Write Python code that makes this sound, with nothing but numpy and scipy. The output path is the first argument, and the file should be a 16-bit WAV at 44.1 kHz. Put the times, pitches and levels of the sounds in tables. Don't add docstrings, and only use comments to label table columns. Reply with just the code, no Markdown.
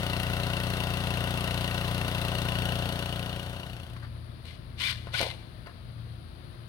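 import sys
import numpy as np
from scipy import signal
from scipy.fft import rfft, irfft
from scipy.io import wavfile

SR = 44100
rng = np.random.default_rng(int(sys.argv[2]) if len(sys.argv) > 2 else 0)


def to_wav(sig):
    pcm = np.clip(np.atleast_2d(sig), -1, 1) * 32767
    pcm = np.round(pcm).astype(np.int16)
    wavfile.write(sys.argv[1], SR, pcm.T)


def convert_level_to_amplitude(level_db):
    exponent = np.asarray(level_db, float) / 20
    return 10 ** exponent


N = 294588
TIME = np.arange(N) / SR
HZ = np.maximum(np.fft.rfftfreq(N, 1 / SR), 10)


def rms_one(x):
    return x / np.sqrt(np.mean(np.atleast_2d(x).mean(axis=0) ** 2) + 1e-20)


def in_time(rows):
    seconds, *columns = np.transpose(rows)
    return [np.interp(TIME, seconds, column) for column in columns]


def at_hz(points):
    hz, db = np.transpose(points)
    return np.interp(np.log(HZ), np.log(hz), db)


def drift(rate_hz):
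    r = np.exp(-80 * np.pi * rate_hz / SR)
    slow = signal.lfilter([1], [1, -2 * r, r * r], rng.standard_normal(N // 40 + 2002))
    slow = slow[2000:]
    return np.interp(np.arange(N) / 40, np.arange(len(slow)), rms_one(slow - slow.mean()))


def ring(clicks, hz, t60_s):
    r = convert_level_to_amplitude(-60 / (t60_s * SR))
    w = 2 * np.pi * hz / SR
    return signal.lfilter([0, np.sin(w)], [1, -2 * r * np.cos(w), r * r], clicks + 1e-18)


def orders(cycles, table, wander_db, phase):
    tones = 0
    for k, db in table:
        tones = tones + convert_level_to_amplitude(db + wander_db * drift(7.0)) * np.cos(2 * np.pi * k * cycles + phase(k))
    return tones


FLAT = ((10, 0), (20, 0))


def ports(x, other, left_db, alike, lag_s, colour=FLAT):
    left = convert_level_to_amplitude(at_hz(left_db))
    share = np.clip(at_hz(alike), 0, 1)
    late = np.exp(-2j * np.pi * HZ * lag_s)
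    gain = 2 * convert_level_to_amplitude(at_hz(colour)) / np.sqrt(left ** 2 + 1 + 2 * left * share * late.real)
    right = late * share * rfft(x) + np.sqrt(1 - share ** 2) * rfft(other)
    return irfft(gain * np.array([left * rfft(x), right]), N)


# frequency in Hz, left over right in dB.
PUMP_LEFT = [(60, 8.8), (110, 9.2), (200, 10.2), (380, 9.6), (700, 9.9), (1290, 1.15), (2380, 10.6),
             (4400, 13.4), (8120, 4.9), (15000, 5.8)]
# frequency in Hz, likeness from 0 to 1.
PUMP_ALIKE = [(60, .97), (600, .94), (1500, .84), (3000, .62), (8000, .42)]
NEAR_LAG_S = .00018


def pump_ports(x, other, colour=FLAT, alike=PUMP_ALIKE):
    return ports(x, other, PUMP_LEFT, alike, NEAR_LAG_S, colour)


# multiple of the firing rate, level in dB.
PUMP_ORDERS = [(1, -21.5), (2, -3.5), (3, -1.5), (4, 1), (5, -4.5), (6, -4), (7, -12.5), (8, -14.5),
               (9, -11.5), (10, -16), (11, -69.5), (12, -15), (13, -14), (14, -29), (15, -23.5),
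               (16, -18.5), (17, -45), (18, -15.5), (19, -11.5), (20, -23), (21, -22.5), (22, -15.5),
               (23, -13.5), (24, -24), (25, -15), (26, -26), (27, -50), (28, -22.5), (29, -52), (30, -19)]


def exhaust(cycles):
    pulse_at, pipe_echo, echo_share = .062, .283, .9
    chamber_lag = .14

    def phase(k):
        echo = echo_share * np.exp(-2j * np.pi * k * pipe_echo)
        beat = np.angle(echo - 1) - 2 * np.pi * k * pulse_at
        return beat - 2 * np.pi * chamber_lag * (3 <= k <= 7)

    tones = orders(cycles + 0.00065 * drift(4.5), PUMP_ORDERS, wander_db=0.76, phase=phase)
    return pump_ports(tones, tones, alike=[(10, 1), (20, 0.68)])


# frequency in Hz, level in dB per Hz.
BLAST = [(300, -32), (1200, -8), (2300, -8), (3500, -0.5), (4500, -6), (5500, -8.5), (7300, -16.5),
         (8800, -10.5), (11000, -11.5), (13000, -11), (16000, -16)]


def valve_hiss(cycles):
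    since, turn = cycles % 1, cycles.astype(int)
    strength = rng.standard_normal(turn[-1] + 1)
    burst = np.minimum(since / .012, 1) * (.6 * np.exp(-since / .06) + .7 * np.exp(-since / .3))
    burst = burst * convert_level_to_amplitude(1.2 * strength[turn] + 1.5 * drift(300))
    return rms_one(pump_ports(*(burst * rng.standard_normal((2, N))), BLAST))


# frequency in Hz, level in dB per Hz.
CLATTER = [(30, -26), (110, -3), (300, -12.5), (650, -6.5), (850, -11), (1050, -9.5), (1500, -9.5),
           (1700, -17.5), (1950, -12.5), (2430, -20.5), (2770, -12), (4400, -19.5), (6300, -28.5),
           (16000, -28.5)]


def clatter():
    return rms_one(pump_ports(*rng.standard_normal((2, N)), CLATTER))


# frequency in Hz, level in dB, 60 dB decay in seconds.
SHELL = [(1001, -2, 0.095), (1483, -3.5, 0.063), (1876, -1.5, 0.029), (2722, 3, 0.042), (2722, -1.5, 0.055),
         (2920, 3, 0.04), (3654, -10.5, 0.16), (4040, -1.5, 0.037), (4304, -11.5, 0.13),
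         (4450, -12.5, 0.056), (4570, -17.5, 0.081)]


def shell(cycles):
    fired = np.flatnonzero(np.diff(cycles.astype(int)))
    draws = rng.random((len(fired), 2, len(SHELL), 2))
    out = np.zeros((2, N))
    for k, (hz, db, t60_s) in enumerate(SHELL):
        clicks = np.zeros((2, N + 99))
        for side in (0, 1):
            late, strength = draws[:, side, k].T
            delay = ((.0008 + .002 * late) * SR).astype(int)
            clicks[side, fired + delay] = convert_level_to_amplitude(db + 14 * strength)
        out += ring(clicks[:, :N], hz, t60_s)
    return rms_one(pump_ports(*out))


# time in seconds, firings per second.
PUMP_SPEED = [(0.0, 29.81), (0.4, 29.84), (0.8, 29.775), (1.2, 29.745), (1.4, 29.69), (1.8, 29.75),
              (2.4, 29.625), (3.0, 29.69), (3.2, 29.66), (3.6, 29.77)]


def pump():
    cycles = np.cumsum(in_time(PUMP_SPEED)[0]) / SR + .082
    noise = convert_level_to_amplitude(-8) * valve_hiss(cycles) + convert_level_to_amplitude(-1.0) * clatter() + convert_level_to_amplitude(-5) * shell(cycles)
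    return convert_level_to_amplitude(-34.5) * exhaust(cycles) + convert_level_to_amplitude(-37) * noise


# time in seconds, share of the swing done.
SWING = [(2.3, 0), (2.65, 0.71)]
# frequency in Hz, change in dB.
SWUNG = [(800, 0.5), (1200, -2.5), (1650, 2.5), (2050, -6.5), (2450, 2), (2700, -5.5), (2900, 2),
         (3300, 1.5), (4200, -3), (4450, 5), (4700, -4), (5500, 0), (8000, -0.5)]


def swung(x):
    share = np.clip(in_time(SWING)[0], 0, 1)
    return (1 - share) * x + share * irfft(rfft(x) * convert_level_to_amplitude(at_hz(SWUNG)), N)


# frequency in Hz, left over right in dB.
SHORE_LEFT = [(60, 2.6), (110, 7.4), (200, 7.8), (380, 8.5), (700, 9.5), (1290, 12), (2380, 16.7),
              (4400, 24), (8120, 5.1), (15000, 4.1)]
# frequency in Hz, likeness from 0 to 1.
SHORE_ALIKE = [(60, 0.37), (600, 0.5), (1500, 0.33), (3000, 0.21), (8000, .2)]


def shore_ports(x, other, colour=FLAT, alike=SHORE_ALIKE):
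    return ports(x, other, SHORE_LEFT, alike, 0.00037, colour)


# multiple of its rate, level in dB.
FAR_ORDERS = [(1, -27), (2, -3.5), (3, 2.5), (4, -23), (5, -4), (6, -10.5), (7, -22.5), (8, -15), (9, -23),
              (10, -34)]
# multiple of its rate, level in dB.
OTHER_ORDERS = [(1, -15), (4, -13)]
# time in seconds, first engine in dB, drone of the second in dB.
CARRY = [(4.0, -50, -62.5), (4.6, -51, -78.5), (5.05, -49.5, -66), (5.5, -55, -65), (5.9, -53.5, -73),
         (6.1, -49.5, -68), (6.4, -54, -65), (6.68, -57, -64)]
# crest in seconds, level in dB, half length in seconds.
SWELLS = [
    (4.08, -46, 0.26),
    (5.05, -49, 0.39),
    (6.025, -46, 0.17),
    (6.62, -51.5, 0.053),
]


def far_engines():
    first_db, drone_db = in_time(CARRY)
    first_turns = 27.03 * TIME + 0.0057 * drift(1.5)
    first = orders(first_turns, FAR_ORDERS, wander_db=1.5, phase=lambda k: -1.5 * k)
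    turns = 57.55 * TIME + 0.043 * drift(1.9)
    second = orders(turns, OTHER_ORDERS, wander_db=3.0, phase=lambda k: 0)
    swell = convert_level_to_amplitude(-58)
    for crest, db, half in SWELLS:
        swell = swell + convert_level_to_amplitude(db) * np.exp(-((TIME - crest) / half) ** 2)
    boom = 2 * swell * np.cos(2 * 2 * np.pi * turns)
    drone = convert_level_to_amplitude(drone_db + 5.5) * np.cos(6.05 * 2 * np.pi * turns)
    tones = convert_level_to_amplitude(first_db + 4.5) * first + convert_level_to_amplitude(-48.5) * second + boom + drone
    return shore_ports(tones, tones, alike=[(10, 1), (20, 0.98)])


# frequency in Hz, level in dB per Hz.
AIR = [(150, -23), (260, -4), (450, -12), (650, -9.5), (800, -17), (1200, -15), (2570, -20.5),
       (4300, -17.5), (4900, -23), (5500, -36), (7300, -43.5), (9000, -32.5), (12000, -38), (16000, -33)]


def air():
    return rms_one(shore_ports(*rng.standard_normal((2, N)), AIR)) * convert_level_to_amplitude(0.35 * drift(12))


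# frequency in Hz, level in dB per Hz.
INSECTS = [(9000, -40), (9500, -6), (9750, -2), (10100, -5), (10400, 6), (10600, -7), (11400, -11),
           (11800, -40)]


def insects():
    return rms_one(shore_ports(*rng.standard_normal((2, N)), INSECTS)) * convert_level_to_amplitude(-17.5 + 1.5 * drift(4.2))


# frequency in Hz, level in dB per Hz.
RUMBLE = [(25, -8), (50, 7.5), (100, 8.5), (170, 3.5), (300, -17), (500, -44)]


def rumble():
    return convert_level_to_amplitude(5.5) * rms_one(shore_ports(*rng.standard_normal((2, N)), RUMBLE))


def shore():
    return far_engines() + convert_level_to_amplitude(-54.5) * (air() + insects() + rumble())


def dissolve():
    from_s, to_s = 2.727, 4.1
    return np.clip((TIME - from_s) / (to_s - from_s), 0, 1)


# frequency in Hz, left over right in dB.
RUB_LEFT = [(60, 4.0), (110, 6.9), (200, 5.1), (380, 11), (700, 2.2), (1290, 3), (2380, 14.7), (4400, 18.0),
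            (8120, 6.7), (15000, 4.0)]


def wood_ports(x, other, colour=FLAT, alike=SHORE_ALIKE):
    return ports(x, other, RUB_LEFT, alike, NEAR_LAG_S, colour)


def strokes(rows, echo_db=-99):
    attack, release, echo_fall = 1300, 378, 92
    level = np.full(N, -140.)
    for s, hold, start_db, end_db in rows:
        held = np.interp(TIME, [s, s + hold], [start_db, end_db]) - attack * np.maximum(s - TIME, 0)
        after = np.maximum(TIME - s - hold, 0)
        fall = np.minimum(release * after, echo_fall * after - echo_db)
        level = np.maximum(level, held - fall)
    return convert_level_to_amplitude(level)


# start in seconds, hold in seconds, level at the start in dB, at the end in dB.
SCUFFS = [
    (3.965, 0.0092, -50, -53),
    (4.03, .025, -49, -52.5),
    (5.082, .01, -52, -52),
    (5.666, 0.011, -48.5, -53),
    (5.695, .005, -58, -55),
]
# frequency in Hz, level in dB per Hz.
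SCUFF = [(300, -25), (700, -6), (1150, 0), (1900, -2), (2400, -13), (4000, -17), (4700, -8), (5600, -30)]


def scuffs(slips):
    return strokes(SCUFFS) * rms_one(wood_ports(*slips, SCUFF, PUMP_ALIKE))


# start in seconds, hold in seconds, level at the start in dB, at the end in dB.
RUBS = [
    (4.455, 0.093, -49.5, -52.5),
    (4.78, .015, -48, -41),
    (4.8, 0.11, -33, -30.5),
    (4.94, .025, -43, -45),
    (5.14, 0.093, -33.5, -29.5),
    (5.24, 0.073, -35.5, -40),
]
# frequency in Hz, level in dB per Hz.
RASP = [(470, -39), (800, -57), (1050, -8.5), (1300, -21), (1460, -7.5), (1880, -10.5), (2350, 0.5),
        (2570, -5.5), (3510, -0.5), (4460, -2.5), (6330, -18.5), (9100, -17.5), (16000, -28)]
# frequency in Hz, level in dB, 60 dB decay in seconds.
RASP_BANDS = [(1500, -6, 0.018), (2105, 6, 0.044), (2400, -2, 0.03), (2980, 5, 0.078), (3520, -2, .015),
              (4360, 4, 0.024), (4800, -14, 0.013)]


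def rasp(slips, echo_db):
    rough = rms_one(wood_ports(*slips, RASP))
    plank = 0
    for hz, db, t60_s in RASP_BANDS:
        plank = plank + convert_level_to_amplitude(db + 3 * drift(60)) * ring(slips, hz, t60_s)
    rough = rough + convert_level_to_amplitude(-8.0) * rms_one(wood_ports(*plank))
    return convert_level_to_amplitude(-1.5) * strokes(RUBS, echo_db) * rough


# start in seconds, hold in seconds, level at the start in dB, at the end in dB.
DRAGS = [
    (4.82, 0.12, -60, -62),
    (5.141, .008, -38.5, -39),
    (5.204, 0.064, -35, -32.5),
]
# frequency in Hz, level in dB per Hz.
DRAG = [(150, -21), (300, 1), (570, 19), (1000, 10.5), (1500, -22)]


def drag(slips, echo_db):
    return convert_level_to_amplitude(-3.5) * strokes(DRAGS, echo_db) * rms_one(wood_ports(*slips, DRAG))


def rubs():
    slips = rng.standard_normal((6, N)) * convert_level_to_amplitude(2.2 * drift(200))
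    echo_db = -10.5
    return scuffs(slips[4:]) + rasp(slips[:2], echo_db) + drag(slips[2:4], echo_db)


# start in seconds, peak in dB, crack in dB, thud in dB, plank in dB.
KNOCKS = [
    (4.454, -48, 7, -10, -6),
    (5.071, -31, -20, 6, -5),
    (5.205, -27, -6, -10, -1),
    (5.214, -25, 3, 0, -2),
    (5.229, -23, -6, -6, -1),
    (5.661, -47, -14, -12, -4),
    (5.671, -36, -11, -2, -1),
    (5.694, -45, -13, -9, 0),
]
# frequency in Hz, level in dB, 60 dB decay in seconds.
WOOD = [(166, -2, 0.017), (582, -10, 0.089), (693, -4, 0.091), (1060, -5, 0.1), (1480, 6, 0.022),
        (2850, 11, .015)]


def knocks():
    out, t = np.zeros(N), np.arange(4000) / SR
    edge = signal.butter(2, [2500, 13000], "band", fs=SR, output="sos")
    push = t / 0.00014 * np.exp(1 - t / 0.00014)
    for s, db, crack_db, thud_db, plank_db in KNOCKS:
        noise = signal.sosfilt(edge, rng.standard_normal(len(t)))
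        crack = convert_level_to_amplitude(crack_db) * noise * np.exp(-t / 0.00094)
        body = 0
        for hz, level, t60_s in WOOD:
            uneven_db = 2.5 * rng.standard_normal()
            body = body + convert_level_to_amplitude(level + uneven_db + thud_db * (hz < 300)) * ring(push, hz, t60_s)
        start = round(s * SR)
        out[start:start + len(t)] += convert_level_to_amplitude(db) * (push + crack + convert_level_to_amplitude(plank_db - 27.0) * body)
    return wood_ports(out, np.roll(out, 31), alike=PUMP_ALIKE)


# start in seconds, seconds to top speed, length in seconds, slips per second at rest,
# slips per second at top speed.
SQUEAKS = [
    (4.8, .0625, .125, 985, 1220),
    (5.138, .066, .072, 740, 1170),
]
# frequency in Hz, level in dB.
SQUEAK_BODY = [(1200, -19), (1500, 1), (1800, -16), (2200, -8), (2420, -1), (2750, -8), (3600, -4),
               (3900, -18)]


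def squeaks():
    out = 0
    body_hz, body_db = np.transpose(SQUEAK_BODY)
    for s, to_top, length, rest_hz, top_hz in SQUEAKS:
        t = TIME - s
        hz = rest_hz + (top_hz - rest_hz) * abs(np.sin(np.pi / 2 * t / to_top)) ** 3
        turns = 2 * np.pi * np.cumsum(hz * (1 + .008 * drift(150))) / SR
        edges = np.clip(np.minimum(t, length - t) / .01, 0, 1)
        gain = edges * convert_level_to_amplitude(-31.5 + 3 * drift(90))
        for k in range(1, 5):
            out = out + gain * convert_level_to_amplitude(np.interp(k * hz, body_hz, body_db)) * np.sin(k * turns)
    return wood_ports(out, np.roll(out, 97))


def scene():
    share = dissolve()
    return (1 - share) * swung(pump()) + share * shore() + rubs() + knocks() + squeaks()


def roll_off(x):
    return signal.sosfilt(signal.butter(12, 16720, fs=SR, output="sos"), x)


# frequency in Hz, level in dB.
MICROPHONE = [(20, -1.5), (6500, -1), (7350, -7.5), (8300, -1), (11500, -1), (12200, -4.5), (13500, -5.5),
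              (15500, -4.5)]


def record(dry):
    heard = irfft(rfft(dry) * convert_level_to_amplitude(at_hz(MICROPHONE)) * (HZ < 16000), N)
    return roll_off(heard)


dry = scene()
out = record(dry)
to_wav(out)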